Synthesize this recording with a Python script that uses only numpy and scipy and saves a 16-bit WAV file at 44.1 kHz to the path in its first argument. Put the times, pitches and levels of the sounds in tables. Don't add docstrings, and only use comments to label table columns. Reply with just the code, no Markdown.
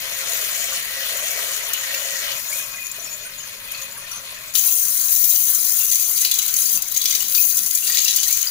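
import sys
import numpy as np
from scipy import signal
from scipy.fft import rfft, irfft, next_fast_len
from scipy.io import wavfile
from scipy.ndimage import uniform_filter1d, minimum_filter1d

SR = 44100
rng = np.random.default_rng(int(sys.argv[2]) if len(sys.argv) > 2 else 0)


def file_out(sig):
    cols = np.atleast_2d(sig).T
    lim = np.clip(cols, -1, 1)
    pcm = np.round(lim * 32767).astype(np.int16)
    wavfile.write(sys.argv[1], SR, pcm)


def decibels_to_gain(level_db):
    exponent = np.asarray(level_db, float) / 20
    return 10 ** exponent


N = 374850

# [f/Hz, level/dB]
MIST = [(2000, -34.5), (5000, -21), (7500, 5.5), (9000, 2.5), (12000, 4.5), (14000, -3.5), (16000, 5.5)]
# [f/Hz, level/dB]
SINK_SPRAY = [(1000, -34.5), (2500, -31.5), (4500, -6.5), (6500, 6.5), (8500, 8), (11000, -36),
              (16000, -3.5)]
SINK_SLOSH = [(700, -47), (1500, -16), (2500, -5.5), (4000, -1.5), (5500, 5), (8000, -11)]
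# [f/Hz, width/Hz, level/dB, left-right/dB]
SINK_RING = [(2470, 76, -6, -8), (3086, 94, -2.5, 1), (3450, 33, -5, -36), (3940, 75, 8, -1),
             (4150, 75, 0.5, 2), (4500, 79, -4, 7), (4710, 74, 9, -1), (6077, 123, 9, 10),
             (6490, 110, 0.5, 13.5), (8260, 46, 4.5, 18), (8810, 130, 4.5, -2), (9780, 97, -3, 13.5),
             (11740, 130, -2.5, 16), (16700, 350, 11.5, 20)]


def rms_one(x):
    return x / np.sqrt(np.mean(x ** 2) + 1e-20)


def in_time(rows):
    s, *columns = np.transpose(rows)
    return [np.interp(np.arange(N) / SR, s, c, left=-120) for c in columns]


def at_hz(points, hz):
    table_hz, values = np.array(points)[:, 0], np.array(points)[:, 1]
    return np.interp(np.log(hz + 1), np.log(table_hz), values)


def coloured(x, spectrum):
    magnitude = decibels_to_gain(at_hz(spectrum, np.fft.rfftfreq(8192, 1 / SR)))
    cepstrum = irfft(np.log(magnitude))
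    cepstrum[1:4096] *= 2
    cepstrum[4097:] = 0
    response = irfft(np.exp(rfft(cepstrum)))[None, :4096]
    return signal.oaconvolve(x, response, axes=1)[:, :N]


def stereo_noise(lag):
    # [f/Hz, share 0-1]
    alike_share = [(25, 0.69), (130, 1), (300, 0.92), (600, 0.97), (1200, 0.18), (3000, 0.44), (6000, 0.67),
                   (12000, 0.17), (16000, 0.063)]
    size = next_fast_len(N)
    hz = np.fft.rfftfreq(size, 1 / SR)
    common, left, right = rfft(rng.standard_normal((3, size)))
    alike = np.clip(at_hz(alike_share, hz), 0, 1)
    late = common * np.exp(-2j * np.pi * hz * lag / SR)
    shared = np.sqrt(alike) * np.array([late, common])
    own = np.sqrt(1 - alike) * np.array([left, right])
    return irfft(shared + own, size)[:, :N]


def spatter(per_s, spread_db, burst_ms, share):
    sizes = decibels_to_gain(spread_db * np.minimum(rng.exponential(1, N), 3.2)) ** 2
    drops = sizes * (rng.random(N) < per_s / SR)
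    r = np.exp(-1000 / (burst_ms * SR))
    power = signal.lfilter([1], [1, -r], drops)
    share = np.clip(share, 0, 1)
    return np.sqrt(1 - share + share * power / power.mean())


def patchy(x, together_db, own_db, per_s):
    hz, s, z = signal.stft(x, SR, nperseg=256)
    chance = rng.standard_normal((17, len(s)))
    r = np.exp(-2 * np.pi * per_s * 128 / SR)
    slow = rms_one(signal.lfilter([1], [1, -r], chance))
    place = np.clip(4 * np.log2(hz / 1000 + 1), 0, 14.99)
    low, part = place.astype(int), (place % 1)[:, None]
    own = (slow[low] * (1 - part) + slow[low + 1] * part) / np.hypot(part, 1 - part)
    gain = decibels_to_gain(together_db * slow[16] + own_db * own)
    return signal.istft(z * gain, SR, nperseg=256)[1][:, :N]


def ringing(x, modes, sign, wander_db=0, per_s=6.0):
    out, knots = 0, np.arange(0, N / SR + 1, 1 / per_s)
    for k, (hz, width, db, pan_db) in enumerate(modes):
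        r = np.exp(-np.pi * width / SR)
        ring = signal.lfilter([1 - r, 0, r - 1], [1, -2 * r * np.cos(2 * np.pi * hz / SR), r * r], x)
        free = decibels_to_gain(wander_db * rng.standard_normal(400)[:len(knots)])
        moving = ring * np.interp(np.arange(N) / SR, knots, free)
        out = out + moving * decibels_to_gain(db + pan_db * np.array([[.5], [-.5]])) * sign ** k
    return out


def laid_out(at_s, hz, db, cycles, rise):
    t = np.arange(1500) / SR
    life = t * hz / cycles
    swell = 1 - np.exp(-t / .0008)
    rings = np.sin(2 * np.pi * hz * t * (1 + rise * life)) * np.exp(-3 * life) * swell
    where = (at_s * SR + np.arange(1500)).astype(int).ravel()
    sides = [rings, np.roll(rings, -5, axis=1)]
    return np.array([np.bincount(where, (decibels_to_gain(db[:, k:k + 1]) * sides[k]).ravel(), N)[:N] for k in (0, 1)])


def bubbles(count, low_hz, high_hz, cycles, rise):
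    draw = rng.random((count, 5))
    hz = low_hz * (high_hz / low_hz) ** draw[:, 1:2]
    db = -4.0 * np.log(draw[:, 2:3] + 0.0093) + 3.0 * draw[:, 3:]
    return rms_one(laid_out(draw[:, :1] * N / SR, hz, db, cycles, rise))


def slap_levels(table, rise_ms, fall_ms, mid_db):
    rows = np.array(table)
    hits = np.zeros((2, N))
    hits[:, (rows[:, 0] * SR).astype(int)] = decibels_to_gain([rows[:, 1], rows[:, 1] + rows[:, 2] + mid_db])
    r = np.exp(-1000 / (fall_ms * SR))
    q = np.exp(-1000 / (rise_ms * SR))
    falling = signal.lfilter([1], [1, -r], hits)
    return signal.lfilter([1 - q], [1, -q], falling)


def echoes(x, t60, wet_db, dull_hz):
    t = np.arange(8192) / SR
    band = signal.butter(2, [900, dull_hz], "band", fs=SR, output="sos")
    tail = signal.sosfilt(band, rng.standard_normal((2, len(t))))
    tail = tail * decibels_to_gain(-60 * t / t60) * (t > .0008)
    tail *= decibels_to_gain(wet_db) / np.sqrt(np.sum(tail ** 2, axis=1, keepdims=True))
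    return x + signal.oaconvolve(x, tail, axes=1)[:, :N]


def lifts(rows, rise_s, fall_s):
    t, lift_db = np.arange(N) / SR, 0
    for s, hold, db in rows:
        corners = np.cumsum([s - rise_s, rise_s, hold, fall_s])
        lift_db = lift_db + db * np.interp(t, corners, [0, 1, 1, 0])
    return lift_db


def layers(table, force_db, mean_db, *moves):
    rows = np.array(table)
    levels = mean_db + rows[:, :1] + rows[:, 1:] @ np.array([force_db - mean_db, *moves])
    return np.where(force_db > -60, levels, -120)


def hum():
    # [f/Hz, level/dB]
    hum_colour = [(12, -32), (20, 14), (37, 4.5), (65, -3.5), (129, 4), (209, -16), (344, -15.5),
                  (420, -4.5), (485, -16), (551, -1.5), (600, -6), (780, -54), (1320, -120)]
    return decibels_to_gain(-53.9) * rms_one(coloured(stereo_noise(0), hum_colour + [(900, -31.0)]))


def drain():
    # [f/Hz, level/dB]
    rumble = [(60, -24), (130, -10), (200, 0.5), (300, -7.5), (500, -29.5)]
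    # [t/s, length/s, lift/dB]
    gulps = [
        (0.0, 0.016, 7),
        (0.78, 0.03, 3),
        (6.75, 0.02, 10),
        (7.25, 0.02, 6.5),
        (7.62, 0.039, 10),
    ]
    level_db = -60 + lifts(gulps, rise_s=0.1, fall_s=0.062)
    return decibels_to_gain(level_db) * rms_one(coloured(stereo_noise(0), rumble))


def plinks():
    # [t/s, peak level/dB, f/Hz]
    plink_rows = np.array([(1.7118, -28, 1800), (1.9406, -16, 2690), (1.945, -22, 1856), (1.943, -22, 2300),
                           (2.0323, -27, 1900), (2.155, -22, 1900), (2.526, -18.5, 2230), (2.78, -26, 1970),
                           (2.9421, -34, 1780), (3.076, -25, 2460), (3.2514, -33, 1470),
                           (3.4025, -26, 2960), (3.7477, -21, 2570), (3.791, -38, 1185), (3.976, -35, 1120),
                           (4.042, -28.5, 1800), (4.1164, -31, 1350), (4.139, -32.5, 1160),
                           (4.3808, -32, 2470), (7.014, -7, 3940), (7.205, -16, 2880), (7.3797, -15, 2470),
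                           (7.9, -20.5, 1870), (8.078, -27, 1860), (8.1866, -14.5, 2990),
                           (8.267, -26.5, 1840), (8.471, -3, 4740)])
    # [t/s, peak level/dB, f/Hz]
    ping_rows = np.array([
        (2.866, -19, 6760),
        (2.9143, -12, 7170),
        (3.92, -16, 7150),
        (4.115, -13, 5900),
    ])
    low = laid_out(plink_rows[:, :1], plink_rows[:, 2:], plink_rows[:, 1:2] + [-3., -4.],
                   cycles=49.0, rise=0.032)
    high = laid_out(ping_rows[:, :1], ping_rows[:, 2:], ping_rows[:, 1:2] + [-9., -9.], cycles=96.0, rise=0)
    return low + high


def rattles():
    # [t/s, length/s, level/dB, f/Hz]
    handfuls = [(2.47, 0.032, -36, 6900), (2.692, 0.026, -47, 6050), (2.756, 0.038, -37.5, 6860),
                (2.805, .02, -38, 6890), (2.834, 0.057, -32.5, 6830), (2.937, .02, -37, 6700),
                (2.98, 0.034, -37, 6050), (3.019, 0.053, -32, 6990), (3.037, 0.071, -36, 5600),
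                (3.095, 0.069, -32.5, 6910), (3.196, .06, -44, 6850), (3.235, .05, -39, 9000),
                (3.222, 0.055, -43, 6300), (3.367, .045, -36.5, 6820), (3.39, 0.088, -39, 6300),
                (3.42, .045, -44, 6840), (3.465, 0.028, -38, 5870), (3.637, .03, -41, 10900),
                (3.71, 0.011, -33, 10000), (3.711, .012, -30, 11400), (3.715, .012, -30, 12300),
                (3.736, 0.023, -44, 7000), (3.739, 0.027, -33.5, 4400), (3.77, 0.018, -44, 6600),
                (3.806, .035, -33, 6740), (3.81, 0.059, -42, 10150), (3.96, 0.053, -41, 10340),
                (4.006, .04, -41, 6340), (4.114, 0.031, -33.5, 6030), (4.137, .07, -34, 6200),
                (4.1, 0.082, -39, 10420), (4.105, 0.06, -47, 4450), (4.263, 0.023, -47, 6650),
                (4.274, 0.071, -45, 10400), (4.66, 0.037, -36, 4000), (5.3, .03, -33.5, 3870),
                (7.047, 0.022, -23, 5660), (6.248, 0.023, -24.5, 4430), (6.96, 0.024, -21.5, 6550),
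                (7.869, .03, -25.5, 4700), (7.911, .05, -30, 4800), (8.273, .03, -30, 4150)]
    width_hz, pan_db = 114, -4
    out, r = np.zeros(N), np.exp(-np.pi * width_hz / SR)
    grains = rng.standard_normal((len(handfuls), 8192))
    for (s, length, db, hz), noise in zip(handfuls, grains):
        swell = np.sin(np.pi * np.clip(np.arange(8192) / SR / length, 0, 1)) ** 0.77
        turn = 2 * np.pi * hz / SR
        ring = signal.lfilter([np.sqrt(1 - r)], [1, -2 * r * np.cos(turn), r * r], noise * swell)
        out[int(s * SR):int(s * SR) + 8192] += 2 * decibels_to_gain(db) * np.sin(turn) * ring
    return out * decibels_to_gain(pan_db * np.array([[.5], [-.5]]))


def slaps():
    # [t/s, peak level/dB, 2-5 kHz part against it/dB]
    lumps = [(1.7325, -9, -22), (1.9437, -17, -11), (2.315, -33.5, 5), (2.9145, -21, -27),
             (3.717, -22, -18), (3.8162, -23, -12), (4.114, -28, -23), (4.552, -11, -7.5),
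             (5.5465, -4, -48), (5.9165, -13, -18), (6.2472, -15, -0.5), (6.312, -2.5, -13),
             (6.339, -10, -36), (6.3862, -6, -16.5), (6.5384, -7.5, -21), (6.82, -9, -32),
             (6.8763, -18, -31), (6.9623, -12.5, -11.5), (6.971, -7, -41), (7.055, -15, -6),
             (7.107, -19.5, -1), (7.1487, -13.5, -6.5), (7.204, -16, -24), (7.348, -12.5, -6.5),
             (7.569, -2, -33), (7.7485, -4, -36), (8.282, -9, -30), (8.3255, -5, -27), (7.984, -20, 3.5),
             (8.079, -13, -6), (4.6472, -11, -28), (4.68, -14, -16), (5.16, -10, -23), (5.24, -4.5, -22.5),
             (5.31, -11, -20), (5.4109, -31, -37), (5.4329, -27, -34), (5.4513, -20, -36),
             (5.8135, -12, -22), (5.9557, -8, -22), (6.175, -18, -7.5), (6.4241, -13, -25),
             (6.479, -11, -21), (6.5643, -25, -27), (6.5848, -15, -21), (6.9145, -15, -21),
             (6.9454, -14, -22), (7.015, -12.5, -12), (7.0497, -14, -20), (7.0951, -14, -17),
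             (7.2822, -13, -26), (7.3211, -15, -15), (7.5087, -16.5, -12.5), (7.6324, -17, -21),
             (7.6603, -10, -23), (7.7072, -11.5, -17), (7.7726, -11, -21), (7.8698, -11, -18),
             (8.1602, 1.5, -18.5), (8.4106, -27, -30)]
    # [t/s, peak level/dB, 2-5 kHz part against it/dB]
    cracks = [(2.8678, -7, -19), (2.9143, -19, -21), (3.3934, -22, -15), (4.1145, -20, -17),
              (4.5532, -1, -7), (4.5894, -3, -24), (4.7985, -7, -27), (5.0838, -4, -20), (5.9154, -6, -28),
              (6.6674, -9, -28), (7.0569, -3, -14), (7.349, -11, -2), (7.5893, -7, -25), (7.7574, -12, -27),
              (7.899, -2, -21), (7.9723, -3, -3), (8.081, -11, -14), (8.3944, -13, -21)]
    soft = slap_levels(lumps, rise_ms=1.7, fall_ms=4.43, mid_db=-7)
    hard = slap_levels(cracks, rise_ms=0.18, fall_ms=0.61, mid_db=-6)
    bright, middle = soft + decibels_to_gain(-4.5) * hard
    noise = stereo_noise(-10.0)
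    crack = rms_one(decibels_to_gain(-4.5) * coloured(noise, MIST) + coloured(noise, SINK_SPRAY)) * bright
    thud = rms_one(coloured(noise, SINK_SLOSH)) * middle
    sheet = ringing(thud, SINK_RING, sign=0.83, wander_db=5.0, per_s=11.0)
    return decibels_to_gain(-1) * crack + decibels_to_gain(12) * (thud + 2 * sheet)


def rice():
    # [f/Hz, width/Hz, level/dB, left-right/dB]
    rice_ring = [(4300, 90, -5, 8), (5730, 41, -1, -13), (5990, 37, -5, -11), (6300, 140, -9, 2),
                 (6860, 27, 0.5, 1.5), (7100, 56, -16, -11), (7660, 130, 12, -1), (9000, 68, -10, -1),
                 (10270, 80, 2, 2)]
    sizes = decibels_to_gain(5.5 * np.minimum(rng.exponential(1, N), 3.5))
    ticks = sizes * (rng.random(N) < 900 / SR) + 1e-18
    dealt = rng.integers(0, len(rice_ring), N)
    return rms_one(sum(ringing(ticks * (dealt == k), [mode], sign=1) for k, mode in enumerate(rice_ring)))


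def pot_wall():
    # [f/Hz, width/Hz, level/dB, left-right/dB]
    wall_modes = [(429.5, 35, -5, -3), (540, 13.3, 6.5, -0.5), (604, 38, 2, 4.5), (683, 21, 6, -4.5),
                  (996, 130, -9, 12), (1048, 20, -8, 6), (1270, 20, -23, -6)]
    lumps = stereo_noise(-5.5) * spatter(120, 3.2, 8.2, share=0.73)
    return rms_one(ringing(lumps, wall_modes, sign=-0.97, wander_db=3.0, per_s=4.0))


def pot_drops(full):
    # [f/Hz, width/Hz, level/dB, left-right/dB]
    shallow_ring = [(1850, 28, -10, -19), (1935, 24, -5, 15), (2280, 15, -2.5, -6), (2970, 77, 0.5, 2),
                    (6860, 33, -17, -10)]
    full_ring = [(1030, 220, -2, 6), (2470, 23, 10.5, 5.5), (10400, 1000, -11, -21)]
    drops = stereo_noise(-5.0) * spatter(420, 2.3, 1.4, share=0.28)
    early = (1 - full) * ringing(drops, shallow_ring, sign=0.83, wander_db=6.5, per_s=11.0)
    late = full * ringing(drops, full_ring, sign=0.56, wander_db=5.0, per_s=10.0)
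    return patchy(drops + early + late, 0.35, 1.74, per_s=7.2)


def pot():
    # [t/s, level/dB]
    plunge = [(0, -34), (0.24, -34), (0.3, -29.5), (0.75, -30), (0.82, -33.5), (1.4, -31), (1.68, -32),
              (2.0, -32.5), (2.6, -32.5), (2.72, -36.5), (3.0, -38), (3.35, -40.5), (3.68, -41),
              (3.74, -36.5), (4.0, -41), (4.2, -41.5), (4.53, -40), (4.7, -64.5)]
    # [t/s, length/s, lift/dB]
    swirls = [(0.2, 0.57, 1.5), (1.1, 0.46, 2), (1.9, 0.63, 1.5), (2.5, 0.048, 2.5), (2.77, 0.015, 0),
              (3.04, 0.1, 0), (3.38, 0.051, -0.5), (3.8, 0.06, -0.5), (4.12, 0.06, 0)]
    # [t/s, length/s, loss/dB]
    catches = [(0.0, 0.11, -1), (0.84, 0.12, -1.5), (1.64, 0.059, -1), (2.41, 0.021, -3),
               (2.81, 0.11, -6.5), (4.4, 0.35, -2.5)]
    # [t/s, share 0-1]
    rice_share = [(0, 0.04), (2.3, 0), (2.8, 0.02), (3.5, 0), (4.5, 0.09)]
    filling = 2.33, 2.38
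    # [level against the force/dB, share of its swing, of a swirl, of a catch, change once full/dB]
    pot_layers = [
        (-1.5, 1.0, 0.24, 0.085, -1),
        (-2.5, 0.92, 1.12, 0.35, -2),
        (-1, 0.36, 0.088, 0.47, -5),
        (-10.5, 0.22, 1.6, 1.4, -6.5),
    ]
    # [f/Hz, level/dB]
    spray_colour = [(2500, -34.5), (4500, -16), (5600, 2.5), (7200, 4.5), (8500, 3.5), (12000, -34.5)]
    slosh_colour = [(500, -60), (860, -14), (1020, -9), (1900, -1), (3000, -1), (4500, 1.5), (6000, -23),
                    (9000, -28.5)]
    share = np.clip(in_time(rice_share)[0], 0, 1)
    full = np.interp(np.arange(N) / SR, filling, [0, 1])
    swirl_db = lifts(swirls, rise_s=0.022, fall_s=0.12)
    catch_db = lifts(catches, rise_s=0.029, fall_s=0.029)
    mist_db, spray_db, slosh_db, wall_db = layers(pot_layers, in_time(plunge)[0], -36, swirl_db, catch_db, full)
    drops = pot_drops(full)
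    froth = bubbles(count=1500, low_hz=872.6, high_hz=4836, cycles=43.0, rise=0.033)
    froth = rms_one(coloured(froth, slosh_colour))
    blips = bubbles(count=900, low_hz=4700, high_hz=11740, cycles=103.0, rise=0.021)
    mist = rms_one(coloured(drops, MIST)) + decibels_to_gain(-12.5) * full * blips
    spray = np.sqrt(1 - share) * rms_one(coloured(drops, spray_colour)) + decibels_to_gain(4) * np.sqrt(share) * rice()
    slosh = rms_one(coloured(drops, slosh_colour)) + decibels_to_gain(-13.5) * froth
    water = decibels_to_gain(mist_db + 3.5) * mist + decibels_to_gain(spray_db + 4.5) * spray + decibels_to_gain(slosh_db + 5.5) * slosh
    return echoes(water, t60=0.2, wet_db=-10.5, dull_hz=6850) + decibels_to_gain(wall_db + 1.5) * pot_wall()


def sink():
    # [t/s, level/dB]
    burst = [(4.537, -30), (4.56, -20), (5.3, -20.5), (6.18, -21), (6.28, -25.5), (6.5, -26), (6.6, -21),
             (6.77, -20.5), (6.8, -32), (6.87, -33), (6.97, -28), (7.2, -25.5), (7.28, -30.5), (7.37, -21),
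             (7.6, -22.5), (7.9, -24), (8.33, -24), (8.5, -30)]
    # [t/s, length/s, lift/dB]
    pours = [(4.55, 0.015, 2), (5.76, 0.24, 2.5), (6.18, 0.013, 1.5), (6.25, 0.24, 6), (6.6, 0.16, 3),
             (6.97, 0.03, 4.5), (7.09, 0.027, 5.5), (7.16, 0.095, 7), (7.35, 0.026, -1), (7.9, 0.2, 11),
             (8.18, 0.27, 7.5)]
    # [level against the force/dB, share of its swing, of a pour]
    sink_layers = [
        (1, 1.0, 0.0054),
        (-8, 0.99, 0.59),
        (-18.5, 0.21, 1),
        (-32, 0.09, 0.081),
    ]
    # [f/Hz, level/dB]
    basin_colour = [(300, -15), (550, -7.5), (720, -7.5), (1000, -1), (1500, -0.5), (2200, 0.5),
                    (4000, -30)]
    pour_db = lifts(pours, rise_s=0.11, fall_s=0.062)
    mist_db, spray_db, slosh_db, basin_db = layers(sink_layers, in_time(burst)[0], -22, pour_db)
    drops = stereo_noise(-10.5) * spatter(450, 4.4, 0.33, share=0.23)
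    sheet = ringing(drops, SINK_RING, sign=0.86, wander_db=3.0, per_s=14.0)
    drops = patchy(drops + decibels_to_gain(4.0) * sheet, 2.6, 2.9, per_s=32)
    froth = bubbles(count=1500, low_hz=1800, high_hz=5950, cycles=78.0, rise=0.04)
    froth = rms_one(coloured(froth, SINK_SLOSH))
    fizz = bubbles(count=2500, low_hz=4990, high_hz=9950, cycles=134.0, rise=0.048)
    hiss = stereo_noise(-14.0)
    hiss = hiss + decibels_to_gain(3.5) * ringing(hiss, SINK_RING[9:], sign=0.98, wander_db=4.0, per_s=5.0)
    mist = rms_one(coloured(rms_one(drops) + decibels_to_gain(2.5) * rms_one(hiss), MIST))
    spray = rms_one(coloured(drops, SINK_SPRAY)) + decibels_to_gain(-11.0) * fizz
    slosh = rms_one(coloured(drops, SINK_SLOSH)) + decibels_to_gain(-8.0) * froth
    basin = rms_one(coloured(patchy(stereo_noise(-1.5), 0.52, 2.9, per_s=7.1), basin_colour))
    fine = decibels_to_gain(mist_db + 4.5) * mist + decibels_to_gain(spray_db + 4.5) * spray
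    return fine + decibels_to_gain(slosh_db + 3.5) * slosh + decibels_to_gain(basin_db + 7.0) * basin


def scene():
    at_sink = sink() + slaps() + plinks() + rattles()
    return hum() + drain() + echoes(at_sink, t60=0.35, wet_db=-9.0, dull_hz=5440) + pot()


def top_cut(x):
    return signal.sosfilt(signal.butter(12, 16920, fs=SR, output="sos"), x)


def record(dry):
    # [f/Hz, level/dB]
    left_port = [(20, -1.5), (2000, 1.5), (5000, 1), (6000, 3.5), (6900, 8.5), (7300, 5.5), (7700, -4.5),
                 (8400, -9.5), (9300, 4), (10300, 10), (12000, 3), (13500, 16), (15200, 13.5),
                 (16000, -16.5)]
    right_port = [(20, -1), (2000, 0.5), (4000, -3.5), (5500, -5.5), (6600, -11), (7200, -16.5), (7700, 1),
                  (8400, 0), (9500, 5.5), (12000, -2.5)]
    right_top = [(20, 0), (12000, 0), (12600, -6), (13500, -10), (14200, -15), (15000, -24), (15700, -38)]
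    left = coloured(dry[:1], left_port)
    right = coloured(coloured(dry[1:], right_port), right_top)
    low_pass = signal.ellip(12, .5, 85, 15720, fs=SR, output="sos")
    cut = signal.sosfilt(low_pass, np.vstack([left, right]))
    room_left = np.minimum(1, .95 / (np.abs(cut).max(axis=0) + 1e-9))
    held = cut * uniform_filter1d(minimum_filter1d(room_left, size=129), size=129)
    return top_cut(held)


dry = scene()
out = record(dry)
file_out(out)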